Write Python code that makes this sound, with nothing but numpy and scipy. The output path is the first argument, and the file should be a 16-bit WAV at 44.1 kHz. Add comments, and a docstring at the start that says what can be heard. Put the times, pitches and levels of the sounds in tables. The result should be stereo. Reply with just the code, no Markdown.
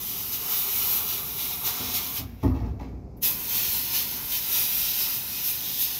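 """Inside a sheet-steel blast cabinet in a workshop, heard from outside by a two-port microphone.
A blast gun sweeps over a steel tool: shaped noise hisses, drums on the walls and ticks as grit on steel.
The trigger is let go for a second, the tool bumps the grate so that decaying panel tones boom and
noise bursts rattle, spent grit trickles down as dense ticks, then the jet starts again.
Low workshop rumble of shaped noise lies under it all."""
import sys
import numpy as np
from scipy import signal
from scipy.fft import rfft, irfft, next_fast_len
from scipy.io import wavfile
from scipy.ndimage import uniform_filter1d, map_coordinates

SR = 44100
rng = np.random.default_rng(int(sys.argv[2]) if len(sys.argv) > 2 else 0)


def attenuation_scalar(level_db):
    """Turn a level in dB into a linear amplitude multiplier (20 dB per decade)."""
    decades = np.asarray(level_db, float) / 20
    return 10 ** decades


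def to_wav(s):
    """Save 16-bit WAV."""
    ch = np.atleast_2d(s).T  # columns
    pcm = np.round(np.clip(ch, -1, 1) * 32767)  # PCM
    wavfile.write(sys.argv[1], SR, pcm.astype(np.int16))


N = 264151

# colour of the nozzle hiss and of sizzling grit: (frequency [Hz], density [dB per Hz])
HISS_COLOUR = [(4400, -37), (7500, -11.5), (9070, -14), (10500, -5.5), (12500, 4), (14000, 1), (15100, 5),
               (15700, -2.5)]
# bumps on the grate: (time [s], boom level [dB], rattle level [dB], boom tilt [dB per octave])
GRATE_BUMPS = [(1.078, -50, -65.5, 3), (1.171, -54.5, -62, 7.5), (1.795, -39, -65, 4),
               (1.871, -42, -64, -3), (2.184, -33.5, -46, -1.5), (2.24, -43, -64, -1.5),
               (2.43, -16.5, -32.5, -1), (2.503, -32, -50, 0.5), (2.547, -32, -49, 1.5),
               (2.604, -30, -46.5, -3.5), (2.657, -33, -50, -1), (2.798, -36.5, -42, 2.5),
               (2.92, -37.5, -57, -1.5)]


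def unit(x):
    """Scaled to rms 1."""
    return x / np.sqrt(np.mean(x ** 2) + 1e-20)


def along(points, hz):
    """(Hz, value) points read on a log frequency axis."""
    f, v = np.transpose(points)
    return np.interp(np.log(hz + 1), np.log(f + 1), v)


def wobble(rate_hz):
    """A smooth random curve, rate_hz knots a second."""
    knots = rng.standard_normal(int(N * rate_hz / SR) + 4)
    return map_coordinates(knots, [np.arange(N) * rate_hz / SR])


def filtered(x, response):
    """x times a complex response of frequency."""
    m = next_fast_len(N + 8192)
    return irfft(rfft(x, m) * response(np.fft.rfftfreq(m, 1 / SR)), m)[..., :N]


def coloured(x, spectrum):
    """x given a spectrum, rms 1."""
    return unit(filtered(x, lambda hz: attenuation_scalar(along(spectrum, hz))))


def struck(start_s, db, t60_s, rise_s):
    """An envelope that rises at start_s and dies away."""
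    t = np.maximum(np.arange(N) / SR - start_s, 0)
    return attenuation_scalar(db - 60 * t / t60_s) * (1 - np.exp(-t / rise_s))


def grains(share, scatter_db):
    """Dense random ticks of uneven size; share of samples holding one."""
    hits = (rng.random(N) < share) * rng.standard_normal(N)
    return hits * attenuation_scalar(scatter_db * np.minimum(rng.exponential(size=N), 4))


def inside(x, direct_db, lead_s, places):
    """A moving source in the box: a ringing tail per place; direct sound leads at the left port."""
    # ringing of the cabinet: (frequency [Hz], t60 [s])
    ringing = [(300, 0.23), (1500, 0.24), (5000, 0.15), (15000, 0.14)]
    hz, t, z = signal.stft(rng.standard_normal((places, 2, SR // 4)), SR, nperseg=256)
    decay = attenuation_scalar(-60 * t / along(ringing, hz)[:, None])
    tails = signal.istft(z * decay, SR, nperseg=256)[1]
    tails /= np.linalg.norm(tails, axis=-1, keepdims=True)
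    step = N // (places - 1) + 1
    fade = np.sin(np.pi * np.arange(2 * step) / (2 * step))  # equal-power cross-fade between places
    padded = np.pad(x, (step, 2 * step))
    out = np.zeros((2, N + 3 * step + SR))
    for k, tail in enumerate(tails):
        stretch = padded[k * step:][:2 * step] * fade
        ring = signal.fftconvolve(stretch[None], tail, axes=1)
        out[:, k * step:][:, :ring.shape[1]] += ring
    direct = filtered(x, lambda f: np.exp(-2j * np.pi * f * np.array([[0], [lead_s]])))
    return (out[:, step:step + N] + attenuation_scalar(direct_db) * direct) / np.sqrt(1 + attenuation_scalar(2 * direct_db))


def shop():
    """Low rumble, nearly alike at both ports and stirred up by each bump, and a faint wide air noise."""
    # colour of the rumble: (frequency [Hz], density [dB per Hz])
    rumble_colour = [(21, -35), (35, 0), (54, 0.5), (131, -1), (235, -5), (263, -4), (360, -12), (398, -7),
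                     (429, -13.5), (595, -17.5), (649, -21.5), (700, -15), (910, -40), (1540, -120)]
    # likeness of the rumble at the two ports: (frequency [Hz], correlation [-1..1])
    likeness = [(60, 0.87), (270, 0.87), (450, 0.56), (800, 0)]
    # colour of the air noise: (frequency [Hz], density [dB per Hz])
    air_colour = [(440, -31), (750, -7), (979, -11.5), (1780, -30.5), (2290, -24), (3110, -42), (4970, -29),
                  (6830, -33.5), (8590, -45), (14500, -43), (15500, -60)]
    steady_db, air_db = -47, -60
    linger_re_boom_db, linger_t60_s, linger_rise_s = -27, 3.5, .1

    def mid_side(hz):
        angle = np.arccos(np.clip(along(likeness, hz), -1, 1)) / 2
        return attenuation_scalar(along(rumble_colour, hz)) * [np.cos(angle), np.sin(angle)]

    mid, side = filtered(rng.standard_normal((2, N)), mid_side)
    level = attenuation_scalar(steady_db) + sum(struck(s, boom_db + linger_re_boom_db, linger_t60_s, linger_rise_s)
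                                 for s, boom_db, _, _ in GRATE_BUMPS)
    rumble = level * attenuation_scalar(0.74 * wobble(5.3)) * unit(np.array([mid + side, mid - side]))
    return rumble + attenuation_scalar(air_db) * coloured(rng.standard_normal((2, N)), air_colour)


def trickle():
    """Spent grit patters and sizzles down the hopper, close to the wall, as dense decaying ticks."""
    # falls after the jet stops, at each jolt and at the touch of the trigger:
    # (time [s], patter level [dB], sizzle level [dB], t60 [s])
    falls = [(2.22, -54, -52, 1.5), (2.29, -62, -42, .03), (2.4, -53, -66, .5), (2.426, -44, -42, .2),
             (2.498, -58, -42, .03), (2.543, -49, -62, .45), (2.656, -56, -68, .2), (2.79, -50, -63, .5),
             (3.167, -62, -48, .1)]
    # colour of the patter: (frequency [Hz], density [dB per Hz])
    patter_colour = [(940, -25), (1600, -6), (2080, -9.5), (2260, -4.5), (3020, -14.5), (3470, -15),
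                     (4240, -14), (5230, -10), (9000, -33), (11700, -64.5), (19800, -120)]
    loosen_s = .005  # how soon a jolt sets the grit falling
    patter_env = sum(struck(s, db, t60_s, loosen_s) for s, db, _, t60_s in falls)
    sizzle_env = sum(struck(s, db, t60_s, loosen_s) for s, _, db, t60_s in falls)
    patter = patter_env * coloured(grains(0.1, scatter_db=3), patter_colour)
    sizzle = sizzle_env * coloured(grains(0.15, scatter_db=1.0), HISS_COLOUR)
    return (inside(patter, direct_db=1, lead_s=.0003, places=30)
            + inside(sizzle, direct_db=7, lead_s=.0003, places=30))


def bumps():
    """Each bump sets the panels booming, a little differently at each port, and shakes the grate."""
    # panel modes: (frequency [Hz], level [dB], t60 [s])
    panels = [(59.07, -4.5, 1.44), (73.7, -11.5, 0.98), (89, -1, 0.63), (108, 3, 0.36), (129, -9, 0.17),
              (153, -11.5, 0.56), (199.7, -6, 0.32), (229.4, -9.5, 0.75), (256.4, -2.5, 0.64),
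              (281.6, -4, 0.38), (332.5, -10.5, 0.39), (387, -12, 0.27), (463, -14, 0.5),
              (480, -19.5, 0.33), (593, -13, 0.18), (737, -27, .15), (830, -15, 0.19), (971, -16, 0.2),
              (1200, -27, 0.17), (1290, -33, 0.13)]
    # colour of the shaken grate: (frequency [Hz], density [dB per Hz])
    rattle_colour = [(350, -31), (600, -5.5), (854, -5), (983, -11), (1150, -4.5), (1560, -22.5),
                     (2000, -20), (2600, -50), (4400, -120)]
    boom, shake, t = np.zeros((2, N + SR)), np.zeros(N + SR), np.arange(SR) / SR
    hz, db, t60_s = np.transpose(panels)[:, :, None]
    build_up = 1 - np.exp(-t / (0.0055 + 0.84 / hz))  # big slow panels take longer to get going
    for s, boom_db, rattle_db, tilt_db in GRATE_BUMPS:
        start = round(s * SR)
        # a hard-bent panel starts sharp and sags in pitch
        ahead_s = 0.553 * attenuation_scalar(boom_db) * 0.0493 * (1 - np.exp(-t / 0.047))
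        # loose seams blur each tone
        walk = np.cumsum(rng.normal(0, .16, (len(panels), 441)), axis=1)
        drift = uniform_filter1d(np.repeat(walk, 100, axis=1), size=100)
        phase = rng.normal(0, 1.2, hz.shape) + rng.normal(0, 0.6, (2, *hz.shape))
        mode_db = boom_db + db + tilt_db * np.log2(hz / 130) + rng.normal(0, 2.1, (2, *hz.shape))
        envelope = attenuation_scalar(mode_db - 60 * t / t60_s) * build_up
        tones = envelope * np.sin(2 * np.pi * hz * (t + ahead_s) + phase + drift)
        boom[:, start:][:, :SR] += tones.sum(1)
        shake[start:][:SR] += attenuation_scalar(rattle_db - 60 * t / 0.38) * (1 - np.exp(-t / .002))
    rattle = shake[:N] * attenuation_scalar(1.3 * wobble(60)) * coloured(rng.standard_normal(N), rattle_colour)
    port_gain = attenuation_scalar([[-1.1], [1.1]])  # boom is stronger at the right port
    return port_gain * boom[:, :N] + inside(rattle, direct_db=4.5, lead_s=0.00035, places=20)


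def valve():
    """Jet level in dB re full: it builds up to each opening and dies after each release."""
    # trigger: (valve fully open [s], let go [s])
    bursts = [(-1, 2.18), (3.228, 7)]
    open_db_per_s, shut_db_per_s = 1800, 380
    t = np.arange(N) / SR
    ramps = [np.minimum(open_db_per_s * (t - on), shut_db_per_s * (off - t)) for on, off in bursts]
    return np.max(np.minimum(0, ramps), axis=0)


def swells(column, free_db):
    """Level of one jet layer in dB: the free stream plus a lopsided bell for each pass."""
    # stream crosses an edge or face of the tool:
    # (time [s], rise [s], nozzle hiss level [dB], grit on steel level [dB])
    passes = [(.12, .11, -32, -40.5), (.332, .014, -25.5, -33.5), (.42, .04, -34, -39),
              (.542, .06, -21, -32), (.68, .015, -28, -35), (.788, .067, -20.5, -31.5),
              (.929, .05, -21.5, -34), (1.101, .04, -25, -32), (1.42, .055, -26.5, -34),
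              (1.515, .013, -38, -34), (1.664, .019, -22, -29.5), (1.84, .14, -33, -34.5),
              (1.953, .015, -21, -28), (2.174, .02, -29, -33.5), (3.24, .032, -16, -26.5),
              (3.4, .05, -33, -41), (3.551, .051, -20, -28.5), (3.646, .025, -25.5, -33),
              (3.73, .045, -21, -32.5), (3.86, .04, -32, -38), (3.961, .036, -21, -28.5),
              (4.12, .06, -36, -38), (4.334, .03, -21.5, -30), (4.43, .02, -28, -34),
              (4.559, .059, -18, -27), (4.748, .078, -22.5, -33), (4.848, .058, -26, -30.5),
              (4.997, .052, -21.5, -29), (5.14, .034, -25, -32.5), (5.36, .09, -30.5, -35.5),
              (5.466, .031, -20, -31.5), (5.7, .09, -29, -34.5), (5.811, .021, -19, -31),
              (5.91, .1, -32, -35.5)]
    fall_over_rise = 1.6  # a swell fades slower than it comes
    t, power = np.arange(N) / SR, np.full(N, attenuation_scalar(2 * free_db))
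    for row in passes:
        u = (t - row[0]) / row[1]
        bell = np.exp(-np.where(u > 0, u / fall_over_rise, u) ** 2)
        power = power + attenuation_scalar(2 * row[column]) * bell
    return 10 * np.log10(power)


def turned(x, spectra):
    """x in one colour before the tool is turned and in another after."""
    turn_s = 2.8
    before, after = coloured(x, spectra[0]), coloured(x, spectra[1])
    return np.where(np.arange(N) < turn_s * SR, before, after)


def spread(make, spots, direct_db, places):
    """The stream sounds from several unrelated spots at once, each with its own path through the box."""
    return sum(inside(make(), direct_db, .0003, places) for _ in range(spots)) / np.sqrt(spots)


def gun():
    """Air shears at the nozzle, grains strike the steel by the thousand, the stream drums on the walls."""
    # colours of grit on steel before and after the turn, each: (frequency [Hz], density [dB per Hz])
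    grit_colours = [(1060, -39), (1800, -14.5), (2170, -6.5), (2340, -7), (2490, -1.5), (2680, -5.5),
                    (2900, 0.5), (3060, -2.5), (3930, 0), (4350, -3), (5620, 1), (6830, -2.5),
                    (7550, -12.5), (9000, -9), (11700, -39), (19800, -120)], [(1060, -45), (1800, -13),
                    (2280, -10.5), (2500, 0), (2700, -4.5), (3110, -2), (3210, -4.5), (3700, -1),
                    (4210, -2), (4560, -2.5), (5110, 1), (6430, -1.5), (7610, -13), (9000, -12),
                    (11700, -47), (19800, -120)]
    # colours of the drumming before and after the turn, each: (frequency [Hz], density [dB per Hz])
    drum_colours = [(210, -13), (350, -6.5), (402, -1), (506, -12), (673, -12), (727, -1), (773, -11.5),
                    (835, -2), (1020, -1.5), (1090, -2), (1250, -1), (1770, -10), (2200, -4.5),
                    (2860, -14.5), (4840, -120)], [(210, -34), (350, -8.5), (399, -0.5), (427, -7),
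                    (595, -8.5), (653, -9.5), (944, 0.5), (1100, -5.5), (1240, -1.5), (1310, -8),
                    (1440, -2), (1670, -7), (2200, -2.5), (2860, -16), (4840, -120)]
    # how squarely the spent air hits the walls as the gun is aimed about: (time [s], level [dB])
    aim = [(0, -46), (.5, -44.5), (.8, -42), (1.2, -42), (1.45, -45), (1.65, -41.5), (2.2, -42.5),
           (3.3, -45), (4.1, -44.5), (4.4, -44.5), (5.2, -46.5), (6, -48)]
    drum_follows = .4  # share of the grit's dB swings that the drumming follows
    t, valve_db = np.arange(N) / SR, valve()
    hiss_db = swells(column=2, free_db=-28.5)  # free: the stream blowing past the tool
    grit_db = swells(column=3, free_db=-40)
    drum_db = np.interp(t, *np.transpose(aim)) + drum_follows * (grit_db - grit_db.mean())
    drum_db = drum_db + 1.2 * wobble(12)
    feed = wobble(25)  # the grit feed sputters

    def hiss():
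        return attenuation_scalar(valve_db + hiss_db + .3 * feed) * coloured(rng.standard_normal(N), HISS_COLOUR)

    def grit():
        return attenuation_scalar(valve_db + grit_db + 0.66 * feed) * turned(grains(.3, scatter_db=2.5), grit_colours)

    def drum():
        return attenuation_scalar(valve_db + drum_db) * turned(rng.standard_normal(N), drum_colours)

    # short waves feel every small move of the gun, long ones only the large moves
    jet = (spread(hiss, 3, direct_db=-4.5, places=60) + spread(grit, 2, direct_db=-6, places=18)
           + spread(drum, 2, direct_db=1.0, places=6))
    return attenuation_scalar(.6 * wobble(8) * np.array([[.5], [-.5]])) * jet  # the hand wanders left and right


def scene():
    """Shop, trickling grit, bumps and gun."""
    return shop() + trickle() + bumps() + gun()


def roll_off(x):
    """The treble ends steeply here."""
    return signal.sosfilt(signal.butter(12, 16860, fs=SR, output="sos"), x)


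def record(dry):
    """The two ports differ in colour and lose the deepest bass and all above the band limit."""
    # left-right difference of the ports: (frequency [Hz], level [dB])
    port_difference = [(60, -4.5), (110, 2.5), (200, -3), (380, -1), (700, -5), (1290, -6), (2380, -4.0),
                       (4400, -6.5), (8120, 0.5), (15000, -2)]
    top_hz, edge_hz, bass_hz = 15770, 120, 36

    def response(hz):
        balance = attenuation_scalar(along(port_difference, hz) * np.array([[.5], [-.5]]))
        lowpass = np.sin(np.pi / 2 * np.clip((top_hz - hz) / edge_hz + .5, 0, 1)) ** 2
        return balance * lowpass / (1 + (bass_hz / (hz + 1)) ** 4)

    return roll_off(filtered(dry, response))


dry = scene()
out = record(dry)
to_wav(out)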